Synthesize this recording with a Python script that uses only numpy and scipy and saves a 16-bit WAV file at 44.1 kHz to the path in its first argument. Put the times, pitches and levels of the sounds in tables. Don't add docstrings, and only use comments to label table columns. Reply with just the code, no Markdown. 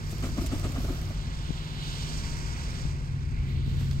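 import sys
import numpy as np
from scipy import signal
from scipy.fft import rfft, irfft
from scipy.io import wavfile
from scipy.ndimage import uniform_filter1d

SR = 44100
rng = np.random.default_rng(int(sys.argv[2]) if len(sys.argv) > 2 else 0)


def digitize_waveform(pressure):
    field = np.atleast_2d(pressure).T
    bounded = np.clip(field, -1, 1)
    quanta = np.round(bounded * 32767).astype(np.int16)
    wavfile.write(sys.argv[1], SR, quanta)


N = 176400
T, HZ = np.arange(N) / SR, np.maximum(np.fft.rfftfreq(N, 1 / SR), 1)
CUTOFF_HZ = 15800

# pitch_hz, then one level_db for each of ENGINE_TIMES_S
ENGINE_TONES = [(49.6, -41.5, -43, -41.5), (75.75, -74, -48, -36), (96.6, -37.5, -46.5, -37.5),
                (134.65, -45, -45.5, -34), (152.7, -42.5, -43, -43), (170.3, -55, -49.5, -50),
                (228.3, -54, -64, -50), (249, -66, -55.5, -54), (364.7, -62.5, -63, -59),
                (923, -80, -64, -85)]
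ENGINE_TIMES_S = [0, 2.2, 3.6]

# time_s, relative_db
RUMBLE_COURSE = [(0, -36.5), (.35, -32), (.53, -30.5), (.7, -33.5), (.9, -30.5), (1.12, -33.5),
                 (1.5, -33.5), (1.72, -41), (2.2, -33), (2.6, -36.5), (2.85, -31.5), (3.07, -40),
                 (3.3, -31.5), (3.75, -31), (4, -32)]
RUSH_COURSE = [(0, -48), (1.3, -48), (1.7, -47), (2.1, -45), (2.75, -45), (3.1, -51.5), (3.6, -51.5),
               (4, -51)]
LOW_LEAF_COURSE = [(0, -55), (1.2, -56.5), (1.7, -54), (2.1, -51), (2.7, -50), (3.1, -57.5), (3.5, -52.5),
                   (3.7, -59), (4, -59)]
MID_LEAF_COURSE = [(0, -58.5), (.3, -55), (1.1, -55), (1.35, -53), (1.5, -51), (1.7, -50), (1.88, -45.5),
                   (2.04, -46.5), (2.35, -53.5), (2.77, -53), (3.03, -61.5), (3.35, -62), (3.53, -55),
                   (3.8, -55), (4, -57)]
HIGH_LEAF_COURSE = [(0, -48.5), (.4, -46), (.9, -50), (1.2, -49.5), (1.5, -50), (1.76, -50.5), (1.9, -43),
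                    (2.15, -40.5), (2.38, -43), (2.8, -45.5), (3.0, -53.5), (3.35, -57.5), (3.65, -58),
                    (3.8, -56), (4, -51)]
# frequency_hz, density_db
RUMBLE_COLOUR = [(15, -1), (28, -2.5), (44, 10), (65, 4.5), (100, 0), (125, -3), (160, -11), (195, -10),
                 (250, -15.5), (340, -19), (480, -29.5), (900, -75)]
RUSH_COLOUR = [(200, 5.5), (400, 1), (650, -2), (820, -1.5), (1050, 0), (1200, -1), (1400, 1), (1600, 0.5),
               (1900, -4), (2600, -13), (5000, -59)]
LOW_LEAF_COLOUR = [(1400, -6.5), (1820, -4), (1980, 4), (2230, 5.5), (2450, 3), (2800, -1.5), (3300, -35.5)]
MID_LEAF_COLOUR = [(1800, -19), (2400, -11.5), (2850, -0.5), (3500, 0), (4200, -0.5), (4800, -7.5),
                   (5500, -24), (8000, -28.5)]
HIGH_LEAF_COLOUR = [(3500, -11), (4700, 6.5), (5300, 6), (6500, 2), (7500, 2.5), (8500, -1), (9100, -9),
                    (9700, -35), (11000, -16), (12200, -13), (13700, -21), (15200, -20)]
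# frequency_hz, left_minus_right_db
TREE_PAN = [(400, 1), (700, 1.5), (950, 3), (1500, -5.5), (2100, -6.5), (3000, -5), (4500, -11),
            (6500, -9.5), (8500, -3.5), (10000, 10), (12000, -4), (15000, 0)]
# frequency_hz, power_fraction
TREE_SHARE = [(300, 0.84), (700, 0.58), (1400, 0.8), (3000, 0.64), (5000, 1), (8000, 0.43), (12000, 0.5)]
# frequency_hz, delay_s
TREE_DELAY = [(1000, 0.00029), (2100, 0.00038), (5000, 0.000431), (7300, 0.000458), (8500, 0.000463),
              (12000, 0.00051)]

# time_s, level_db
CLOSE_RUSTLE_COURSE = [(0, -87), (3.35, -90), (3.5, -58), (3.62, -72), (3.74, -56), (3.85, -53.5), (4, -62)]
# peak_s, level_db, rise_and_fall_s
CLOSE_RUSTLES = [(3.666, -61, .005), (3.697, -56, 0.012), (3.812, -52, 0.015), (3.93, -57, .010)]
# frequency_hz, density_db
CLOSE_RUSTLE_COLOUR = [(700, 0), (1400, 5.5), (3500, 4.5), (6000, 0.5), (8000, 0.5), (10000, -18),
                       (12200, -1.5), (14000, -12), (16000, -10)]
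# start_s, push_db, pitch_hz
CLOSE_BUMPS = [(1.492, -19, 150), (1.5057, -15, 200), (2.853, -17.5, 115), (3.679, -17, 149),
               (3.813, -22.5, 222)]
# pitch_hz, push_db
TICK_RING = [(3400, -47), (4400, -37.5), (5100, -40)]

# peak_s, thump_push_db, thump_hz, buffet_db, whoosh_db, lead_s, hiss_db
DOWNSTROKES = [(0.244, -29, 246, -32, -36, 0.003, -44), (0.387, -19.5, 238, -34.5, -37.5, .001, -49.5),
               (0.535, -26.5, 290, -29.5, -37.5, 0.0086, -44.5), (0.66, -17.5, 272, -28, -39.5, 0.011, -45),
               (.786, -19, 240, -41, -38.5, 0.02, -52), (0.906, -22, 263, -36, -44, .012, -50.5)]
# peak_s, buffet_db, whoosh_db
SOFT_STROKES = [(0.131, -40, -45), (0.266, -34, -51), (0.297, -35.5, -51), (0.421, -31.5, -46.5),
                (0.448, -35.5, -44), (0.559, -37, -51), (0.703, -38, -50), (0.85, -37, -38.5),
                (0.931, -42, -53), (1.111, -44, -43)]
# peak_s, level_db, rise_and_fall_s
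FEATHER_FLICKS = [(0.115, -45.5, 0.0094), (0.183, -43, 0.0012), (0.464, -37.5, 0.0036),
                  (0.471, -42, 0.0036), (0.598, -41, .002), (.722, -44.5, .003)]
# time_s, relative_db
WAKE_COURSE = [(0, -63), (.2, -56), (.28, -61), (.55, -49), (.92, -48), (1.15, -55.5), (1.4, -68), (4, -93)]
PLUMAGE_COURSE = [(.02, -65), (.12, -51), (.2, -58), (.27, -48.5), (.34, -62), (.42, -47), (.5, -60),
                  (.55, -50.5), (.75, -56), (.82, -49.5), (.95, -52.5), (1.12, -57.5), (1.22, -76)]
# frequency_hz, density_db
BUFFET_COLOUR = [(90, -20), (170, -9), (255, 6), (340, -2), (450, -16), (700, -19.5), (1500, -66)]
WHOOSH_COLOUR = [(200, -0.5), (480, -3.5), (690, 1.5), (900, -13), (1230, -2.5), (1700, -15.5), (3000, -16),
                 (8000, -40)]
FEATHER_HISS_COLOUR = [(900, 2.5), (2500, 7), (5000, -4.5), (8000, 3), (10000, -12), (12500, -20),
                       (16000, -22)]
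FLICK_COLOUR = [(1000, -10), (3000, 1.5), (5800, 0), (7700, 5.5), (10000, -5), (13000, -3), (16000, -8)]
PLUMAGE_COLOUR = [(2000, -2.5), (5500, 8.5), (8500, 1), (10000, -3), (12500, 4.5), (16000, -2)]


def from_db(db):
    return 10 ** (np.asarray(db) / 20)


def unit_power(x):
    return x / np.sqrt(np.mean(x ** 2) + 1e-20)


def level(course):
    return from_db(np.interp(T, *np.transpose(course)))


def per_hz(points):
    if np.isscalar(points):
        return points
    hz, value = np.transpose(points)
    return np.interp(np.log(HZ), np.log(hz), value)


def drift(rate_hz):
    return unit_power(irfft(rfft(rng.standard_normal(N)) / (1 + (HZ / rate_hz) ** 2), N))


def grain(rate_hz, depth_db):
    return unit_power(from_db(depth_db * np.clip(drift(rate_hz), -2, 2)))


def pan(db):
    return from_db(np.array([[.5], [-.5]]) * db) / np.sqrt((from_db(db) + from_db(-db)) / 2)


def noise(colour, share, pan_db, delay_s=0):
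    common, own = rfft(rng.standard_normal(N)), rfft(rng.standard_normal((2, N)))
    fraction = per_hz(share)
    arrival = np.exp(-2j * np.pi * HZ * per_hz(delay_s) * np.array([[0], [1]]))
    spectrum = np.sqrt(fraction) * common * arrival + np.sqrt(1 - fraction) * own
    return unit_power(irfft(spectrum * from_db(per_hz(colour)) * pan(per_hz(pan_db)), N))


def steadied(x, span_s):
    power = uniform_filter1d(np.mean(x ** 2, axis=0), int(span_s * SR))
    return unit_power(x / np.sqrt(power + np.mean(power) / 20))


def swell(peak_s, db, rise_s, fall_s):
    age = T - peak_s
    exponent = np.where(age < 0, (age / rise_s) ** 2, age / fall_s)
    return from_db(db) * np.exp(-np.minimum(exponent, 50))


def knock(start_s, push_db, pitch_hz, t60_s, lowpass_hz):
    push = np.full(N, 1e-18)
    push[int(start_s * SR)] += from_db(push_db)
    decay, turn = from_db(-60 / (t60_s * SR)), 2 * np.pi * pitch_hz / SR
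    ring = signal.lfilter([0, np.sin(turn)], [1, -2 * decay * np.cos(turn), decay ** 2], push)
    return signal.lfilter(*signal.butter(1, lowpass_hz, fs=SR), ring)


def far_engines():
    drone = 0
    for pitch_hz, *levels_db in ENGINE_TONES:
        wavering_hz = pitch_hz * (1 + 0.00615 * drift(rate_hz=2.19))
        cycles = np.cumsum(wavering_hz) / SR + rng.random()
        level_db = np.interp(T, ENGINE_TIMES_S, levels_db) + 2.5 * drift(rate_hz=3.7)
        spread_rad = 0.39 * drift(rate_hz=1.1) * np.array([[.5], [-.5]])
        drone += from_db(level_db) * np.sqrt(2) * np.sin(2 * np.pi * cycles + spread_rad)
    return drone * pan(db=0.66)


def low_wind():
    eddies = noise(RUMBLE_COLOUR, share=0.83, pan_db=0.66)
    return level(RUMBLE_COURSE) * steadied(eddies, span_s=0.14)


def trees():
    placement = TREE_SHARE, TREE_PAN, TREE_DELAY
    rush = level(RUSH_COURSE) * noise(RUSH_COLOUR, *placement)
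    low = level(LOW_LEAF_COURSE) * noise(LOW_LEAF_COLOUR, *placement)
    mid = level(MID_LEAF_COURSE) * from_db(2.5) * noise(MID_LEAF_COLOUR, *placement)
    high = level(HIGH_LEAF_COURSE) * from_db(-3) * noise(HIGH_LEAF_COLOUR, *placement)
    return rush + sum(hiss * grain(rate_hz=51, depth_db=1.1) for hiss in (low, mid, high))


def close_bumps():
    return sum(knock(s, db, hz, t60_s=0.018, lowpass_hz=700) for s, db, hz in CLOSE_BUMPS) * pan(db=18)


def close_rustles():
    tick_s = 3.912
    rustle = level(CLOSE_RUSTLE_COURSE) + sum(swell(s, db, span, span) for s, db, span in CLOSE_RUSTLES)
    tick = swell(tick_s, db=-41, rise_s=0.0009, fall_s=0.0018)
    ring = sum(knock(tick_s, db, hz, t60_s=0.02, lowpass_hz=CUTOFF_HZ) for hz, db in TICK_RING)
    texture = grain(rate_hz=420, depth_db=1.5) * noise(CLOSE_RUSTLE_COLOUR, share=0.29, pan_db=-6)
    return (rustle + tick) * texture + ring * pan(db=-7)


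def feathers():
    snaps_per_s, snap_fall_s = 61, 0.0016
    hiss = sum(swell(s - lead_s, db, rise_s=0.013, fall_s=0.041) for s, *_, lead_s, db in DOWNSTROKES)
    flicks = sum(swell(s, db, span, span) for s, db, span in FEATHER_FLICKS)
    snaps = (rng.random(N) < snaps_per_s / SR) * rng.uniform(1, 3, N) * from_db(-3.5)
    crackle = signal.lfilter([1], [1, -np.exp(-1 / (snap_fall_s * SR))], snaps)
    rustle = level(PLUMAGE_COURSE) * unit_power(1 + crackle)
    return (hiss * noise(FEATHER_HISS_COLOUR, share=0.36, pan_db=-0.5)
            + flicks * noise(FLICK_COLOUR, share=0.3, pan_db=-2)
            + rustle * noise(PLUMAGE_COLOUR, share=0.066, pan_db=-2))


def wings():
    pan_db, delay_s = 1.5, 0.00017
    soft_stroke_s, thump_lead_s = 0.0069, 0.00307
    buffet = whoosh = thumps = 0
    for peak_s, buffet_db, whoosh_db in SOFT_STROKES:
        buffet += swell(peak_s, buffet_db, soft_stroke_s, soft_stroke_s)
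        whoosh += swell(peak_s, whoosh_db, soft_stroke_s, soft_stroke_s)
    for peak_s, push_db, thump_hz, buffet_db, whoosh_db, lead_s, _ in DOWNSTROKES:
        whoosh += swell(peak_s - lead_s, whoosh_db, rise_s=0.013, fall_s=0.022)
        buffet += swell(peak_s, buffet_db, rise_s=0.012, fall_s=0.0076)
        thumps += knock(peak_s - thump_lead_s, push_db, thump_hz, t60_s=0.055, lowpass_hz=300)
    wake = level(WAKE_COURSE)
    buffet_air = noise(BUFFET_COLOUR, share=1, pan_db=pan_db, delay_s=delay_s)
    whoosh_air = noise(WHOOSH_COLOUR, share=1, pan_db=1, delay_s=delay_s)
    return ((buffet + from_db(-2) * wake) * steadied(buffet_air, span_s=0.0083)
            + np.hypot(whoosh, wake) * whoosh_air
            + thumps * pan(pan_db))


def scene():
    return far_engines() + low_wind() + trees() + close_bumps() + close_rustles() + feathers() + wings()


def record(dry):
    return signal.sosfilt(signal.ellip(12, .1, 80, CUTOFF_HZ, fs=SR, output="sos"), dry)


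dry = scene()
out = record(dry)
digitize_waveform(out)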